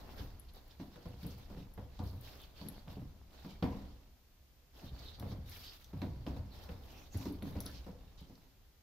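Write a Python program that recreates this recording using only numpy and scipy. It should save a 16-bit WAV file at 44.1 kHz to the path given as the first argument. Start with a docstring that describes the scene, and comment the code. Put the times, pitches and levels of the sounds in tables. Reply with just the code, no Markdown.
"""You hear soft thumps and swishes: a puppy chases a chew stick on a leather sofa in a quiet room.
Each paw landing slaps the leather, knocks the frame and makes the springy seat boom.
Fur and pads slide over leather and cushions, where countless tiny slips blend into a hiss.
Claws and the stick tick, and a small metal piece, probably a collar tag, clinks now and then."""
import sys
import numpy as np
from scipy import signal
from scipy.fft import rfft, irfft, next_fast_len
from scipy.io import wavfile

SR = 44100
rng = np.random.default_rng(int(sys.argv[2]) if len(sys.argv) > 2 else 0)


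def dump_mix(stems):
    """Bounce the given channels to the path in sys.argv[1] as a 16-bit WAV at rate SR."""
    frames = np.atleast_2d(stems).T  # one column per channel
    limited = np.clip(frames, -1, 1)  # hard clip at full scale
    pcm = np.round(limited * 32767).astype(np.int16)
    wavfile.write(sys.argv[1], SR, pcm)


N = 389358

# Levels in the tables are starting points: the functions turn them up or down.
# The tone of each kind of noise. Columns: pitch_hz, level_db
ROOM_SPECTRUM = [(15, -9), (40, -13), (55, 2.5), (90, -11.5), (160, -17.5), (400, -22.5), (1200, -27),
                 (4500, -27), (6500, -29.5), (8500, -37.5), (11000, -33), (15000, -25.5)]
SWAY_SPECTRUM = [(15, 0.5), (25, -5), (34, 3.5), (44, -9), (62, 3.5), (90, -8.5), (130, -13.5), (250, -23)]
RUB_SPECTRUM = [(70, -27), (130, -8), (260, 3.5), (400, -0.5), (800, -1.5), (1300, -10), (2500, -19)]
SWISH_SPECTRUM = [(700, -10), (1300, -1.5), (2400, -4.5), (3500, 1.5), (4500, 0.5), (5500, -3.5),
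                  (6500, -9), (8500, -15.5), (11000, -62)]
FUR_SPECTRUM = [(7000, -40), (9000, -14), (9800, -10.5), (11500, -3.5), (13800, -3), (15500, -10.5),
                (18000, -34)]
# How alike the two ears hear a noise. Columns: pitch_hz, likeness (0 to 1)
EAR_LIKENESS = [(60, 0.95), (250, 0.76), (500, 0.62), (1000, 0.3), (2000, 0.2), (4000, 0.0065), (12000, 0)]
# The slide noises tilt by pitch: left in the top treble, right around 4.6 kHz. Columns: pitch_hz,
# left_minus_right_db
SLIDE_LEAN = [(1500, 4.5), (3000, 0), (4600, -7.5), (6500, 2.5), (9000, 0), (11500, 6.5), (14000, 15)]

# Modes: the pitches a thing rings at when hit (wider ones die sooner).
# Columns: pitch_hz, width_hz, level_db
SEAT_MODES = [(35.3, 7.3, -63), (64.1, 15, -4), (90.2, 9, -2), (121.1, 8.1, -4.5)]
FRAME_MODES = [(150, 42, 0), (200.8, 14.8, 2), (259.3, 22, 0), (291.2, 30, -0.5), (331.6, 58, -5.5),
               (410, 108, -10.5)]
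LEATHER_MODES = [(486.5, 38, 6), (611, 79, -1.5), (720, 75, -0.5), (900, 63, -1), (973, 60, 1),
                 (1180, 150, -5)]
SMACK_MODES = [(1400, 280, 4), (2060, 360, 0), (2600, 370, 0.5), (3660, 910, -5.5), (4300, 1200, -7)]   # leather right under a pad
CLAW_MODES = [(1330, 310, 3), (2110, 660, -5.5), (3050, 820, -4), (3680, 890, -1), (4320, 430, -1),
              (5300, 1200, -11)]
STICK_MODES = [(1450, 97, -2), (3540, 590, 2.5), (4400, 1100, 6), (5900, 470, 4.5)]
TAG_CLICK_MODES = [(9860, 160, 4.5), (12550, 1050, 1.5), (13500, 2400, 4)]
# The tag's ringing tones. Columns: pitch_hz, level_db, fade_s (time to fall by 60 dB)
TAG_TONES = [(9840, -28, 0.018), (11280, 2, 0.04), (11330, -7, 0.015), (13600, -18, .035),
             (14350, -16, .014)]

# How hard the puppy's shifting weight works the seat. Columns: time_s, level_db
BODY_EFFORT = [(0, -50.5), (0.3, -51), (0.7, -60.5), (1.5, -55), (2.3, -56), (2.6, -57), (2.95, -54),
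               (3.35, -60), (3.8, -47.5), (4.2, -66), (4.7, -65.5), (4.93, -53.5), (5.4, -52.5),
               (5.75, -61), (6.3, -51), (7.15, -56.5), (7.55, -49), (8.3, -58.5), (8.83, -69)]
# The coat never lies quite still. Added to the effort level: swish_db, fur_db, rub_db
FIDGET_OFFSETS = [-23, -35.5, -13.5]
# The body or a paw slides. Columns: start_s, length_s, swell_share, swish_db, fur_db, rub_db
BODY_SLIDES = [(-0.05, 0.19, 0.22, -66.5, -72, -58.5), (0.15, 0.054, 0.44, -66, -66.5, -57),
               (0.53, 0.054, 0.35, -68.5, -75, -63.5), (0.62, 0.095, 0.73, -71, -77, -69.5),
               (0.8, 0.029, 0.27, -76, -75, -63), (0.86, 0.24, 0.39, -70.5, -81, -67),
               (1.12, 0.2, 0.58, -64.5, -72, -62.5), (1.36, 0.054, 0.69, -66.5, -75, -63.5),
               (1.47, .13, 0.32, -71, -79, -64), (1.91, 0.069, .7, -70, -84, -74),
               (2.02, 0.14, 0.14, -69, -70.5, -72), (2.17, 0.24, 0.41, -63, -70, -61.5),
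               (2.52, 0.23, 0.38, -65, -73.5, -62), (2.88, 0.032, 0.92, -64.5, -72, -61),
               (2.98, 0.11, .3, -80, -84, -74), (3.28, 0.25, 0.29, -66.5, -77, -65),
               (3.7, 0.075, 0.7, -64, -76, -62), (4.71, 0.14, 0.59, -64.5, -72, -61.5),
               (4.89, 0.18, 0.67, -62.5, -72.5, -62), (5.18, 0.11, 0.084, -70, -73, -58),
               (5.43, 0.15, 0.61, -60, -63.5, -66.5), (5.56, 0.17, 0.44, -61.5, -68, -67),
               (5.72, 0.11, 0.35, -69.5, -73, -79), (5.86, 0.063, 0.64, -89, -94, -71),
               (5.95, 0.1, .3, -72.5, -76, -61), (6.27, 0.062, 0.25, -77, -96, -60),
               (6.46, 0.27, 0.47, -66, -72, -60), (6.74, 0.28, 0.64, -66, -71, -61),
               (7.11, 0.14, 0.38, -62, -65.5, -59), (7.425, 0.13, 0.31, -66.5, -70, -60),
               (7.58, 0.19, 0.48, -62.5, -72, -70), (8.17, 0.033, 0.31, -69.5, -89, -77),
               (8.27, 0.16, 0.27, -76, -83, -82)]
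# A pad zips across the grain. Columns: middle_s, half_length_s, pitch_hz,
# glide_octaves (either side of the pitch), width_share (of the pitch), level_db
PAD_SCRAPES = [(0.193, 0.052, 4000, 0, 0.53, -58.5), (0.192, 0.067, 1500, 0.03, .9, -61.5),
               (0.49, 0.033, 3910, 0, 0.62, -67.5), (0.707, 0.028, 4450, -0.059, .3, -67),
               (0.808, .04, 3810, -0.03, 0.79, -65), (1.314, 0.029, 5280, 0, 0.38, -66),
               (1.423, 0.058, 3540, 0.036, 0.32, -71), (2.25, 0.043, 3070, 0.15, 0.13, -68),
               (2.423, 0.057, 3395, -0.31, .25, -63), (3.503, 0.052, 3900, 0.037, 0.68, -64),
               (4.88, 0.051, 3650, -0.018, 0.33, -63), (5.075, 0.047, 3960, -0.13, 0.21, -54.5),
               (5.145, 0.051, 4110, 0.18, 0.23, -59.5), (5.315, 0.043, 4300, 0, .45, -62),
               (5.531, 0.05, 4700, -.2, .4, -60), (5.669, 0.1, 3490, 0.24, 0.28, -62.5),
               (5.681, 0.1, 4750, .2, 0.22, -58), (6.53, .06, 4090, -0.26, 0.22, -68),
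               (6.894, .07, 3730, -.4, 0.18, -74), (6.969, 0.14, 2650, -0.33, .17, -67),
               (6.996, 0.15, 5900, 0.069, .25, -72), (7.13, 0.043, 6480, .2, .13, -67),
               (7.207, 0.18, 6200, 0, 0.35, -67), (7.22, .07, 3800, 0.18, 0.34, -72),
               (7.22, 0.031, 920, 0.185, .2, -56.5), (7.686, .06, 1510, 0.21, 0.23, -62),
               (7.765, .08, 4190, -0.17, 0.54, -62), (8.195, 0.03, 3940, -0.013, .5, -65)]
# The tag clinks; rows with almost no ring are tiny high squeaks or ticks.
# Columns: start_s, ring_db, click_db
CLINKS_AND_SQUEAKS = [(0.397, -46, -80), (0.5361, -58, -71), (1.0869, -62, -80), (1.2305, -58, -64),
                      (1.266, -50, -59), (1.383, -72, -66), (1.738, -57.5, -70), (2.0373, -69, -68),
                      (2.211, -70, -62), (2.233, -70, -69), (2.4169, -72, -64), (2.686, -36.5, -62),
                      (5.197, -53, -59), (5.4953, -51, -61), (5.8441, -68, -71), (6.0167, -74, -80),
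                      (7.1731, -46.5, -60), (7.324, -57, -66), (7.426, -53, -66), (7.5093, -60, -72),
                      (7.6047, -35, -55), (7.659, -39.5, -58), (8.2062, -65, -75), (8.3809, -73, -81)]
# The stick is knocked. Columns: start_s, level_db, flex_db (added to its lowest mode)
STICK_HITS = [(5.199, -54, 2), (5.8444, -55.5, -19), (6.639, -59, 21), (7.604, -48.5, -12),
              (7.6638, -43.5, 12), (8.355, -63, -17)]
# Claws and pads strike. Columns: start_s, level_db, favoured_pitch_hz
CLAW_HITS = [(0.7097, -48, 4000), (0.799, -52, 2600), (0.9592, -47, 1700), (1.2314, -44.5, 3400),
             (1.777, -48, 1700), (1.991, -45, 3300), (2.0385, -50, 4400), (2.294, -49, 3400),
             (2.438, -45, 3350), (2.57, -67, 3000), (2.614, -46, 3050), (2.685, -43, 4440),
             (2.8802, -45, 3040), (3.4484, -48, 1500), (3.6258, -32.5, 2600), (3.6267, -34, 3780),
             (3.6343, -41, 3000), (5.931, -53, 1500), (6.0177, -37.5, 4250), (6.018, -38, 2200),
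             (6.027, -49, 2600), (6.266, -40, 2800), (6.692, -45, 1680), (7.145, -45, 1400),
             (7.255, -49, 1900), (7.2555, -44, 5300), (7.2625, -46, 1700), (7.423, -39, 2420),
             (7.4594, -49, 3800), (7.564, -57, 1600), (7.871, -62, 2000)]
# A paw lands; the spot it hits favours one pitch in each part of the sofa.
# Columns: start_s, frame_thud_db, seat_boom_db, leather_slap_db, seat_hz, frame_hz, leather_hz
PAW_LANDINGS = [(0.194, -42.5, -43.5, -59, 80, 272, 547), (0.797, -36, -51, -56, 129, 268, 776),
                (0.958, -50.5, -62, -55.5, 62, 345, 490), (1.054, -38.5, -43, -52.5, 80.5, 160, 480),
                (1.23, -35.5, -45, -69, 126, 169, 520), (1.246, -38, -45, -55, 71.4, 197, 480),
                (1.501, -42, -50, -57.5, 55, 204, 480), (1.571, -40, -49.5, -61, 137, 145, 485),
                (1.776, -42.5, -43, -52, 88, 205, 650), (1.991, -34, -40.5, -48, 84, 200, 790),
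                (1.998, -50, -45, -70, 87, 207, 1000), (2.024, -43.5, -38.5, -73, 91, 137, 900),
                (2.129, -47, -42.5, -61, 100, 175, 560), (2.613, -40.5, -55, -55, 89, 200, 644),
                (2.649, -39, -52.5, -80, 135, 197, 560), (2.874, -43.5, -46.5, -56, 108, 137, 710),
                (2.968, -37, -47, -63, 113, 151, 660), (3.015, -44, -49, -69, 63.3, 194, 560),
                (3.446, -38.5, -62, -55.5, 65, 197, 740), (3.6241, -23.5, -35, -37.5, 97, 238, 650),
                (4.831, -42.5, -50.5, -63, 135, 198, 600), (4.918, -49, -42.5, -76, 68, 137, 560),
                (5.197, -47, -44.5, -66, 113, 248, 560), (5.223, -37, -40, -51, 110, 209, 555),
                (5.314, -39.5, -41.5, -53, 87, 199, 533), (5.38, -51, -41.5, -86, 65.6, 137, 560),
                (5.932, -35.5, -39.5, -57, 99, 155, 540), (6.017, -30, -37.5, -47.5, 100, 237, 650),
                (6.156, -46, -44, -84, 113, 137, 557), (6.264, -33, -38, -47.5, 59, 283, 685),
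                (6.292, -40, -46.5, -59, 125, 150, 520), (6.363, -42, -38, -52.5, 96, 182, 605),
                (6.688, -40, -43.5, -50.5, 84, 197, 470), (7.144, -38, -34, -55, 91, 255, 620),
                (7.194, -40, -51, -69, 84.4, 214, 560), (7.255, -30, -64, -52, 90, 287, 990),
                (7.31, -41, -50, -62, 90, 290, 480), (7.423, -33, -45, -53, 77, 191, 577),
                (7.467, -35.5, -54, -55.5, 135, 172, 480), (7.553, -35.5, -39, -50, 78, 226, 440),
                (7.564, -35.5, -44, -51.5, 90, 170, 480), (7.652, -42.5, -51, -57.5, 78, 288, 490),
                (7.863, -39.5, -53, -51.5, 135, 160, 554), (8.215, -46.5, -74, -83, 97, 158, 560),
                (8.297, -48.5, -65, -66.5, 105, 268, 520)]


def from_db(db):
    """Turn decibels into a number to multiply by."""
    return np.exp(np.asarray(db) * np.log(10) / 20)


def rms_one(x):
    """Scale a sound so its average strength (rms) is 1."""
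    return x / np.sqrt(np.mean(x ** 2) + 1e-20)


def at_hz(points, hz):
    """Read a table between its pitches, with octaves evenly spaced."""
    pitches, values = np.transpose(points)
    return np.interp(np.log(hz), np.log(pitches), values)


def filtered(x, order, hz, kind="low"):
    """Keep what lies below a pitch, or in a band between two."""
    return signal.sosfilt(signal.butter(order, hz, kind, fs=SR, output="sos"), x)


def add(out, start_s, sound):
    """Mix a stereo sound in at the given time."""
    start = max(round(start_s * SR), 0)
    out[:, start:start + sound.shape[1]] += sound[:, :N - start]


def pan(left_db):
    """Gains that make the left side left_db louder than the right."""
    return from_db(np.array([[left_db], [-left_db]]) / 2)


def stereo(mid, side, alike):
    """Blend two noises into left and right: alike is 1 for the same, 0 for unrelated."""
    alike = np.clip(alike, -1, 1)
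    return np.sqrt(1 + alike) * mid + np.sqrt(1 - alike) * side * np.array([[1], [-1]])


def drift(rate_hz, step=40):
    """A slow random wobble, held between -2 and 2."""
    decay = np.exp(-2 * np.pi * rate_hz * step / SR)
    noise = rng.standard_normal(N // step + 2002)
    slow = signal.lfilter([1], [1, -2 * decay, decay * decay], noise)[2000:]   # let it settle first
    return np.clip(np.interp(np.arange(N) / step, np.arange(len(slow)), rms_one(slow)), -2, 2)


def coloured(white, spectrum, lean=None):
    """Give two white noises a tone and the stereo spread of the room."""
    size = next_fast_len(N, real=True)
    hz = np.maximum(np.fft.rfftfreq(size, 1 / SR), 1)
    inside = (hz > spectrum[0][0]) & (hz < spectrum[-1][0])
    both = stereo(*rfft(white, size), at_hz(EAR_LIKENESS, hz))
    both = both * from_db(at_hz(spectrum, hz)) * inside
    if lean:
        both = both * from_db(at_hz(lean, hz) * np.array([[1], [-1]]) / 2)
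    return rms_one(irfft(both, size)[:, :N])


def resonate(x, modes):
    """Let a sound ring each mode, then trim what lies far below or above them."""
    out = 0
    for k, (hz, width_hz, level_db) in enumerate(modes):
        decay = np.exp(-np.pi * width_hz / SR)
        feedback = [1, -2 * decay * np.cos(2 * np.pi * hz / SR), decay * decay]
        ring = signal.lfilter([1, 0, -1], feedback, x)
        out = out + (-1) ** k * from_db(level_db) * np.sqrt(width_hz) * rms_one(ring)
    edges_hz = [modes[0][0] * 0.65, min(modes[-1][0] * 2.23, SR / 2 - 1)]
    return filtered(out, 2, edges_hz, "band")


def room_path(alike, early_db, early_fade_s, late_db, late_fade_s, size=SR // 2):
    """A click on the sofa as it reaches the listener: direct sound, near echoes, then the room's tail."""
    t = np.arange(size) / SR
    early = from_db(early_db) * rms_one(from_db(-60 * t / early_fade_s))
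    late = from_db(late_db) * rms_one(from_db(-60 * t / late_fade_s))
    path = stereo(*rng.standard_normal((2, size)), alike) * (early + late) / np.sqrt(2 * size)
    path[:, 0] -= 1   # the direct sound
    return path


def struck_at(modes, spot_hz, db_per_octave):
    """The spot that is hit drives modes near one pitch best; those farther away are weaker."""
    return [(hz, width, db - db_per_octave * abs(np.log2(hz / spot_hz))) for hz, width, db in modes]


def blow(path, modes, level_db, vary_db, attack_s):
    """One hit rings the modes, a little differently each time; level_db is the rms over attack_s."""
    varied = [(hz, width, db + vary_db * rng.standard_normal()) for hz, width, db in modes]
    sound = resonate(path, varied)
    attack = sound[:, :int(attack_s * SR) + 1]
    return from_db(level_db) * sound / np.sqrt(np.mean(attack ** 2))


def room_air(level_db=-68.5):
    """The still air of the room: a faint, steady rumble and hiss."""
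    return from_db(level_db) * coloured(rng.standard_normal((2, N)), ROOM_SPECTRUM)


def random_slips(per_s, spread_db, limit):
    """Single spikes at random moments, a few much bigger than the rest."""
    happens = rng.random(N) < per_s / SR
    return happens * from_db(spread_db * np.minimum(rng.exponential(1, N), limit))


def friction(per_s, spread_db, grain_db):
    """Countless tiny slips merge into a hiss; the larger ones stand out as grains."""
    slips = random_slips(per_s, spread_db, limit=4)
    hiss = rng.standard_normal((2, N))
    return hiss + from_db(grain_db) * rms_one(slips * rng.standard_normal((2, N)))


def stroke_power(strokes, release_s, sag_db_per_s=5.5):
    """Each stroke swells, sags and dies away; gives the total power of swish, fur and rub."""
    start_s, length_s, swell_share, *levels_db = np.transpose(strokes)
    steps = np.arange(0, N, 64)
    t, length_s = steps / SR - start_s[:, None], length_s[:, None]
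    swell = np.sin(np.pi / 2 * np.clip(t / (swell_share[:, None] * length_s), 0, 1)) ** 2
    sag = from_db(-sag_db_per_s * np.maximum(t, 0))
    release = np.exp(-np.maximum(t - length_s, 0) / release_s)
    power = (swell * sag * release) ** 2
    return np.array([np.interp(np.arange(N), steps, from_db(db) ** 2 @ power) for db in levels_db])


def contact(effort_db, skid_s=0.0069, skid_swell_share=0.066):
    """Slides, a skid at each landing and constant fidgeting set how loud swish, fur and rub are."""
    skids = []
    for start_s, _, _, slap_db, *_ in PAW_LANDINGS:
        swish_db = -70 + 0.68 * (slap_db + 51)   # a harder slap skids louder
        fur_db, rub_db = swish_db - 5, swish_db + 11.5
        skids.append((start_s, skid_s, skid_swell_share, swish_db, fur_db, rub_db))
    slid = stroke_power(BODY_SLIDES, release_s=0.084)
    skidded = stroke_power(skids, release_s=0.056)
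    fidget = from_db(FIDGET_OFFSETS)[:, None] * from_db(effort_db)
    return np.sqrt(slid + skidded + fidget ** 2)


def cushions(rub_gain, effort_db):
    """Shifting weight rubs the cushions and rocks the seat."""
    rub = coloured(friction(per_s=120, spread_db=2.9, grain_db=-6.5), RUB_SPECTRUM)
    sway = coloured(rng.standard_normal((2, N)), SWAY_SPECTRUM)
    return rub_gain * rub + from_db(effort_db) * sway


def touching_patches(swish, depth_db=4.0):
    """Patches of contact come and go, each turning its own narrow band of pitch up and down."""
    out = swish
    for hz in np.geomspace(1900, 6300, 8):
        patch = filtered(swish, 1, [hz / 1.04, hz * 1.04], "band")
        out = out + patch * (from_db(depth_db * drift(rate_hz=13.0)) - 1)
    return rms_one(out)


def scratches(pitch_count=9, width_hz=520):
    """Hairs and claws catch on the leather's grain, each making a tiny crack at one of a few pitches."""
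    catches = random_slips(per_s=90, spread_db=5, limit=2)
    pitch_choice = rng.integers(0, pitch_count, N)
    cracks = 0
    for k, hz in enumerate(np.geomspace(1800, 5200, pitch_count)):
        kicks = catches * (pitch_choice == k) + 1e-9 * rng.standard_normal(N)
        cracks = cracks + resonate(kicks, [(hz, width_hz, 0)])
    heard = signal.fftconvolve(room_path(0.2, -6, 0.03, -3, 0.3), cracks[None], axes=1)
    return rms_one(heard[:, :N] * pan(left_db=-7.5))


def sliding(swish_gain, fur_gain, swish_db=1.0, fur_db=2.0, scratch_db=-6.5, judder_db=1.6):
    """Pads and fur drag over the leather, juddering a little and catching on the grain."""
    swish = coloured(friction(per_s=700, spread_db=1.5, grain_db=-13.0), SWISH_SPECTRUM, SLIDE_LEAN)
    leather = touching_patches(swish) + from_db(scratch_db) * scratches()
    fur = coloured(friction(per_s=730, spread_db=10.0, grain_db=-10.0), FUR_SPECTRUM, SLIDE_LEAN)
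    judder = from_db(judder_db * drift(rate_hz=15.5))
    return (swish_gain * from_db(swish_db) * leather + fur_gain * from_db(fur_db) * fur) * judder


def pad_scrapes(gain_db=1.5, slips_per_s=2500):
    """A pad sticks and slips fast: a short rasp whose pitch glides with the paw's speed."""
    out = np.zeros((2, N))
    for middle_s, half_length_s, hz, glide_octaves, width_share, level_db in PAD_SCRAPES:
        size = int(2 * half_length_s * SR)
        slips = rng.standard_normal(size) * (rng.random(size) < slips_per_s / SR)
        grain = filtered(slips, 2, hz * width_share / 2)
        pitch_hz = hz * 2 ** (glide_octaves * np.linspace(-1, 1, size))
        tone = np.cos(2 * np.pi * np.cumsum(pitch_hz) / SR)
        rasp = np.hanning(size) ** 2 * rms_one(grain * tone)
        path = room_path(0.085, 1.7, 0.04, -1.6, 0.3)
        heard = signal.fftconvolve(path / np.sqrt(np.sum(path ** 2) / 2), rasp[None], axes=1)
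        add(out, middle_s - half_length_s, from_db(level_db + gain_db) * heard)
    return out * pan(left_db=-3.6)


def clinks_and_squeaks(ring_gain_db=-4.0, detune_hz=35, vary_db=2.4):
    """A metal tag clicks and rings, soon hushed by fur; with almost no ring, one hears a tiny squeak."""
    out, t = np.zeros((2, N)), np.arange(SR // 10) / SR
    for start_s, ring_db, click_db in CLINKS_AND_SQUEAKS:
        shift_hz = rng.normal(0, detune_hz)   # the tag hangs differently every time
        ring = 0
        for hz, level_db, fade_s in TAG_TONES:
            fade = from_db(level_db + rng.normal(0, vary_db) - 60 * t / fade_s)
            ring = ring + fade * np.sin(2 * np.pi * (hz + shift_hz) * t)
        heard = signal.fftconvolve(room_path(0, -15, 0.05, -14.0, 0.46), ring[None], axes=1)
        add(out, start_s, from_db(ring_db + ring_gain_db) * heard / np.abs(heard.mean(0)).max())
        path = room_path(0, 0, 0.018, 2.3, 0.34)
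        add(out, start_s, blow(path, TAG_CLICK_MODES, click_db, vary_db=2.0, attack_s=0.0021))
    return out * pan(left_db=18.0)


def chew_stick(gain_db=-2.0):
    """The knocked stick bends and springs back, which makes it clack."""
    out = np.zeros((2, N))
    (low_hz, low_width, low_db), *upper_modes = STICK_MODES
    for start_s, level_db, flex_db in STICK_HITS:
        modes = [(low_hz, low_width, low_db + flex_db)] + upper_modes
        path = room_path(0.42, -12, 0.04, -3, 0.2)
        add(out, start_s, blow(path, modes, level_db + gain_db, vary_db=2.5, attack_s=0.0037))
    return out * pan(left_db=-2.1)


def claws(gain_db=-10.0, top_hz=5800):
    """Claws strike with a brief crack, dulled by pads and fur."""
    out = np.zeros((2, N))
    for start_s, level_db, hz in CLAW_HITS:
        modes = struck_at(CLAW_MODES, hz, db_per_octave=9.0)
        path = room_path(0.33, -7.0, 0.02, -1.2, 0.3)
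        add(out, start_s, blow(path, modes, level_db + gain_db, vary_db=3.0, attack_s=0.0012))
    return filtered(out, 4, top_hz) * pan(left_db=-2.1)


def paws(puff_s=0.0011, puff_lag_s=0.00301, padding_hz=1220):
    """A landing puffs air from the cushion, booms the seat, knocks the frame and slaps the leather."""
    body, surface = np.zeros((2, 2, N))
    puff_time = (np.arange(SR // 50) / SR - puff_lag_s) / puff_s
    # the dent sucks air in, then pushes it out
    puff = puff_time * np.exp((1 - puff_time ** 2) / 2) * np.ones((2, 1))
    for start_s, thud_db, boom_db, slap_db, seat_hz, frame_hz, leather_hz in PAW_LANDINGS:
        add(body, start_s, from_db(thud_db - 4.0) * puff)

        seat = struck_at(SEAT_MODES, seat_hz, db_per_octave=11.5)
        path = room_path(0.99, -0.8, 0.42, -1.9, 0.7, size=SR)
        add(body, start_s, blow(path, seat, boom_db - 6.0, vary_db=1.5, attack_s=0.092))

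        frame = struck_at(FRAME_MODES, frame_hz, db_per_octave=9.5)
        path = room_path(0.94, -1.5, 0.18, 0.27, 0.68)
        add(body, start_s, blow(path, frame, thud_db - 10.5, vary_db=1, attack_s=0.037))

        leather = struck_at(LEATHER_MODES, leather_hz, db_per_octave=11.0)
        path = room_path(0.67, -0.63, 0.2, 3.3, 0.64)
        add(body, start_s, blow(path, leather, slap_db - 4.0, vary_db=1.4, attack_s=0.038))

        smack_db = slap_db - 15.5 + 0.1 * max(slap_db + 48, 0)   # the hardest slaps sound brighter
        path = room_path(0.21, 3.1, 0.18, 1.6, 0.73)
        smack = blow(path, SMACK_MODES, smack_db, vary_db=3.0, attack_s=0.025)
        add(surface, start_s + puff_lag_s / 2, smack)
    muffled = filtered(body, 6, padding_hz)   # the padding passes no treble
    muffled[1] = np.pad(muffled[1], (2, 0))[:N]   # the seat is a little left: the right ear hears it later
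    return muffled + surface


def scene():
    """The puppy on the sofa, over the still air of the room."""
    effort_db = np.interp(np.arange(N) / SR, *np.transpose(BODY_EFFORT))
    swish_gain, fur_gain, rub_gain = contact(effort_db)
    air = room_air()
    hits = paws() + claws() + chew_stick() + clinks_and_squeaks()
    rubbing = sliding(swish_gain, fur_gain) + pad_scrapes() + cushions(rub_gain, effort_db)
    return air + rubbing + hits


def record(dry, cutoff_hz=15700):
    """The very highest treble is cut off steeply."""
    return signal.sosfilt(signal.ellip(10, 0.1, 70, cutoff_hz, fs=SR, output="sos"), dry)


dry = scene()
out = record(dry)
dump_mix(out)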